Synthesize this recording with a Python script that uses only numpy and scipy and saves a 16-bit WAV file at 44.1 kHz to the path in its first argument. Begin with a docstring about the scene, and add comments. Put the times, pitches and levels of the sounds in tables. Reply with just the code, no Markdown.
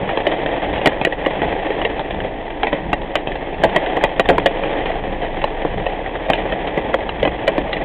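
"""Heavy rain on a moving car, heard close behind the windshield.
Countless drops excite the modes of the windshield glass, in gusts; the hardest cracks overload the microphone.
A low engine hum is a sine at the crank rate with its octave; the wet road and wind rumble as shaped noise.
The wipers thud at each turn (swells of noise through resonances of the body) and throw splats and swishes.
Stray and single drops are blows followed by a decaying burst of spray that keeps the glass ringing."""
import sys
import numpy as np
from scipy import signal
from scipy.fft import rfft, irfft
from scipy.io import wavfile

SR = 44100
rng = np.random.default_rng(int(sys.argv[2]) if len(sys.argv) > 2 else 0)


def waveform_to_disk(signal):
    """Save audio, clipped to [-1, 1], as 16-bit WAV at the path in sys.argv[1]."""
    frames = np.transpose(np.atleast_2d(signal))
    scaled = np.clip(frames, -1, 1) * 32767
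    samples = np.round(scaled).astype(np.int16)
    wavfile.write(sys.argv[1], SR, samples)


N = 345744
TIME = np.arange(N) / SR
RING = np.arange(int(.16 * SR)) / SR  # time axis of one ringing drop, s


def undb(db):
    """Logarithmic level: decibels to amplitude gain."""
    return 10 ** (np.asarray(db) / 20)


def unit(x):
    """Energy normalization: scale to an rms of 1."""
    return x / np.sqrt(np.mean(x ** 2))


def curves(table):
    """Linear interpolation: the columns of a table of timed rows, one value a sample."""
    s, *columns = np.transpose(table)
    return [np.interp(TIME, s, column) for column in columns]


def butter(x, hz, kind, order=4):
    """Causal filtering with a maximally flat passband."""
    return signal.sosfilt(signal.butter(order, hz, kind, fs=SR, output="sos"), x)


def noise(gain_at):
    """Spectral shaping: noise of rms 1 whose spectrum follows a function of frequency."""
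    hz = np.maximum(np.fft.rfftfreq(N, 1 / SR), 1)
    white = rfft(rng.standard_normal(N))
    return unit(irfft(white * gain_at(hz), N))


def knock_and_tick(x, split_hz=1350, lowest_hz=135):
    """Radiation of a pane, weak in deep bass: its low bending and its bright tick, each at rms 1."""
    audible_bass = butter(x, lowest_hz, "high", order=2)
    knock = butter(audible_bass, split_hz, "low")
    tick = butter(x, split_hz, "high")
    return unit(knock), unit(tick)


# modes of the windshield: pitch_hz [Hz], level_db [dB, relative], t60_s [s, at ring=1]
GLASS_MODES = [(141, -12.5, 0.1), (182.2, -14, 0.12), (301, -6.5, 0.081), (336, -6, .051),
               (444.5, -2, 0.068), (497, -4, 0.036), (549.3, 0.5, 0.066), (640.3, -3, 0.066),
               (719.4, -1, 0.06), (812.6, -3, 0.065), (903, -8, 0.054), (1012, -11.5, 0.03),
               (1121, -16, 0.049), (1650, -15.5, 0.04), (1681, -9, 0.023), (1883, -5.5, 0.05),
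               (1963, -6.5, 0.051), (2118, -11.5, 0.077), (2410, -8, 0.04), (2544, -7.5, 0.044),
               (2738, -10, 0.053), (3094, -10.5, 0.07), (3184, -3.5, 0.019), (3384, -10.5, 0.035),
               (3858, -15, 0.066), (3800, -19, 0.0099)]


def pane(detune, ring=1, scatter_db=1.5):
    """Modal superposition: the spot struck sets the strength and sign of every mode of the glass."""
    pitch_hz, level_db, t60_s = np.transpose(GLASS_MODES)[:, :, None]
    shift, side, strength = rng.standard_normal((3, len(GLASS_MODES), 1))
    decay = undb(-60 * RING / (t60_s * ring))
    modes = np.sin(2 * np.pi * pitch_hz * (1 + detune * shift) * RING) * decay
    amplitude = np.sign(side) * undb(level_db + scatter_db * strength)
    return np.sum(amplitude * modes, axis=0)


# strength of the downpour: start_s [s], level_db [dB, patter level before its trim]
GUSTS = [(0.0, -23.5), (0.57, -22.5), (0.89, -21.5), (1.05, -29.5), (1.29, -22.5), (1.48, -22.5),
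         (2.38, -29), (3.38, -29.5), (3.84, -21.5), (4.26, -27.5), (4.78, -20.5), (5.0, -27), (5.59, -25.5),
         (6.16, -27.5), (6.33, -25), (6.79, -23.5), (7.05, -28), (7.84, -25.5)]
PATTER_TRIM_DB, PATTER_TICK_DB = 1, -10  # trim of the patter; its tick relative to its knock
BRIGHTEN_DB_PER_DB = 0.08  # heavier rain hits faster, so its tick grows more than its knock


def patter(drops_per_s=1500, spread_db=5.0, clump_db=1.35, clump_hz=10, spots=20):
    """Random impacts on a resonator: clumps of drops strike many spots of glass; gusts move their level."""
    level_db, = curves(GUSTS)
    clumps_db = clump_db * noise(lambda f: np.exp(-(f / clump_hz - 1) ** 2))
    out = np.zeros(N)
    for _ in range(spots):
        lands = rng.random(N) < drops_per_s / spots / SR
        size = undb(clumps_db + spread_db * np.minimum(rng.standard_normal(N), 2))
        out += signal.oaconvolve(lands * size, pane(detune=.042))[:N]
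    knock, tick = knock_and_tick(out)
    tick_db = PATTER_TICK_DB + BRIGHTEN_DB_PER_DB * (level_db - level_db.mean())
    return undb(level_db + PATTER_TRIM_DB) * (knock + undb(tick_db) * tick)


# engine: start_s [s], pitch_hz [Hz, crank rate], level_db [dB rms of the hum at that pitch]
ENGINE = [(0, 23.04, -37.5), (4, 23.16, -33.5), (4.25, 25, -30.5), (5.7, 23.8, -27.5), (6.16, 35.2, -35),
          (6.46, 35.3, -27.5), (6.7, 28.7, -39.5), (7.84, 26.5, -35.5)]


def engine(octave_db=-42, waver=0.19):
    """Harmonic radiation of a rotating source: a deep hum at the crank rate with an unsteady octave."""
    pitch_hz, level_db = curves(ENGINE)
    phase = 2 * np.pi * np.cumsum(pitch_hz) / SR
    unsteady = 1 + waver * noise(lambda f: np.exp(-f / 3))
    hum = undb(level_db) * np.sin(phase)
    octave = undb(octave_db) * unsteady * np.sin(2 * phase)
    return np.sqrt(2) * (hum + octave)  # a sine of rms 1 peaks at the root of 2


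# road and wind in the cabin: pitch_hz [Hz], level_db [dB per Hz, relative]
ROAD_SPECTRUM = [(16, -11), (36, 7.5), (50, 3), (65, -3), (100, -1.5), (190, -5), (300, 1.5), (600, -6.5),
                 (900, -4.5), (1350, -32.5), (1900, -14.5), (3200, -33.5), (4400, -34.5)]


def road(level_db=-31, swell_db=2.0):
    """Broadband excitation: tyres on wet asphalt and wind make shaped noise, swelling a little."""
    pitch_hz, density_db = np.transpose(ROAD_SPECTRUM)
    rumble = noise(lambda f: undb(np.interp(np.log(f), np.log(pitch_hz), density_db)))
    return rumble * undb(level_db + swell_db * noise(lambda f: np.exp(-f / 4)))


# resonances the wiper linkage shakes: pitch_hz [Hz], width_hz [Hz, at half amplitude],
# level_db [dB, relative]
COWL_MODES = [(51, 16, 1.5), (73, 14, -2), (115, 18, -6.5), (161, 60, -5), (197, 20, -2.5)]
WIPER_FIRST_S, WIPER_SWEEP_S = 0.0039, .724  # the blades turn round at a steady beat
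WIPER_FOOT_DB, WIPER_TOP_DB = -26.5, -29  # harder at the foot of the windshield than at the top


def cowl_gain(f):
    """Resonance: a sum of peaks, each falling off with distance from its centre frequency."""
    return sum(undb(level_db) / (1 + (2 * (f - pitch_hz) / width_hz) ** 2)
               for pitch_hz, width_hz, level_db in COWL_MODES)


def wipers(turn_s=.07, count=12):
    """Structure-borne sound: as the blades flip at each turn, the linkage thuds softly into the body."""
    load = 0
    for turn in range(count):
        middle_s = WIPER_FIRST_S + turn * WIPER_SWEEP_S
        level_db = WIPER_TOP_DB if turn % 2 else WIPER_FOOT_DB
        load = load + undb(level_db) * np.exp(-.5 * ((TIME - middle_s) / turn_s) ** 2)
    return load * noise(cowl_gain)


def drop(tick_db, splash_t60_s, splash_share=2.08, ring=0.78, lowest_hz=170, crack_db=6, crack_s=.0025):
    """Impulse response: a sharp blow, then the drop bursts and its spray keeps the glass ringing."""
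    spray_decay = np.exp(-np.log(1000) * RING / max(splash_t60_s, .015))
    spray = rng.standard_normal(len(RING)) * spray_decay
    push = splash_share * spray / np.linalg.norm(spray)
    push[0] += 1  # the blow itself
    # so near the microphone the direct crack outweighs the long ring and the lowest modes
    crack = 1 + undb(crack_db) * np.exp(-RING / crack_s)
    struck = crack * signal.fftconvolve(push, pane(detune=0.036, ring=ring))[:len(RING)]
    knock, tick = knock_and_tick(struck, lowest_hz=lowest_hz)
    # the energy of each blow is counted over 10 ms
    return (knock + undb(tick_db) * tick) * np.sqrt(.01 / RING[-1])


def land(drops):
    """Linear superposition: add up drops given as rows of (start_s, level_db, tick_db, splash_t60_s)."""
    out = np.zeros(N + len(RING))
    for start_s, level_db, tick_db, splash_t60_s in drops:
        start = int(start_s * SR)
        out[start:start + len(RING)] += undb(level_db) * drop(tick_db, splash_t60_s)
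    return out[:N]


def stray_drops(count=40, over_patter_db=0.5, spread_db=2, tick_db=-3, tick_spread_db=3, splash_t60_s=.055):
    """Random impacts in time: middling drops just stand out of the patter, harder in heavier rain."""
    times = (np.arange(count) + rng.random(count)) / count * TIME[-1]  # one in each equal slice
    size, hardness = rng.standard_normal((count, 2)).T
    level_db = np.interp(times, *np.transpose(GUSTS)) + over_patter_db + spread_db * size
    ticks_db = tick_db + tick_spread_db * hardness
    return land(zip(times, level_db, ticks_db, np.full(count, splash_t60_s)))


# single drops, faint to heavy, and softer splats and swishes of water thrown by the wipers:
# start_s [s], level_db [dB, knock counted over 10 ms], tick_db [dB, relative to knock],
# splash_t60_s [s, decay of the spray, held to at least 0.015]
SINGLE_DROPS = [(.1727, -14.5, -7, 0.029), (.2671, -10, -7, 0.031), (.3209, -14, -13.5, .098),
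                (.8578, -6, -3.5, 0.064), (.8705, -6, -4.5, 0.034), (1.0129, -15, -6.5, 0.074),
                (1.0492, -14, 3, 0.046), (1.0699, -12, -17, 0.045), (1.1229, -22, 0.5, 0.048),
                (1.2609, -9.5, -10.5, .04), (1.4171, -11.5, -11.5, 0.17), (1.7039, -14.5, -11.5, 0.13),
                (1.8491, -13.5, -2.5, .06), (1.9937, -17, -10.5, 0.068), (2.6316, -12.5, -5.5, 0.09),
                (2.6693, -17, -1.5, 0.13), (2.728, -12, -10, 0.15), (2.9292, -12.5, -4, 0.033),
                (3.1542, -12, -2, 0.059), (3.2721, -18, -5.5, 0.22), (3.6358, -1, -14.5, 0.081),
                (3.7605, -7.5, -6.5, 0.034), (3.9676, -13, -22, 0.033), (4.0378, -3, -10, 0.082),
                (4.1948, -2.5, -9.5, 0.041), (4.2881, -5.5, -8, 0.073), (4.2997, -3.5, -31, .18),
                (4.3805, -9.5, -14.5, 0.019), (4.4585, -4, -7, 0.063), (5.4401, -12, -8, 0.015),
                (5.6488, -11.5, -26, 0.031), (5.8643, -14.5, -8.5, 0.032), (6.2999, -7, -10, 0.056),
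                (6.3335, -16.5, 1, 0.13), (6.7748, -11.5, -24, 0.014), (6.9408, -9, -11.5, 0.03),
                (7.0905, -22.5, 0.5, .03), (7.2283, -9, -11, 0.1), (7.2512, -10.5, -9, 0.076),
                (7.2744, -14.5, -7.5, 0.057), (7.4777, -7, -9, .07), (7.5791, -11, -14.5, .07),
                (7.7294, -30, 13, 0.071)]


def single_drops():
    """Impact excitation: drops, faint to heavy, and splats and swishes of wiper-thrown water hit the glass."""
    return land(SINGLE_DROPS)


def scene():
    """Superposition of all sources as they reach the microphone behind the windshield."""
    return (patter() + engine() + road() + wipers() + stray_drops() + single_drops())[None]


def record(dry):
    """Band limiting and overload: a narrow-band microphone with a trace of hiss clips the hardest drops."""
    ceiling, hiss_db = .71, -97
    narrow = butter(dry, 3700, "low", order=10)
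    narrow = signal.sosfilt(signal.ellip(8, .2, 70, 4300, fs=SR, output="sos"), narrow)
    # clipping gives the hardest drops a brief bright edge
    clipped = np.clip(narrow, -ceiling, ceiling) + undb(hiss_db) * rng.standard_normal(N)
    # a dip around 5.5 kHz thins the clipped sound
    dip_band = signal.lfilter(*signal.iirpeak(5500, 2, fs=SR), clipped)
    thinned = clipped - .75 * dip_band
    rounded = butter(thinned, 10000, "low", order=1)
    return signal.sosfilt(signal.ellip(8, .2, 70, 16000, fs=SR, output="sos"), rounded)


dry = scene()
out = record(dry)
waveform_to_disk(out)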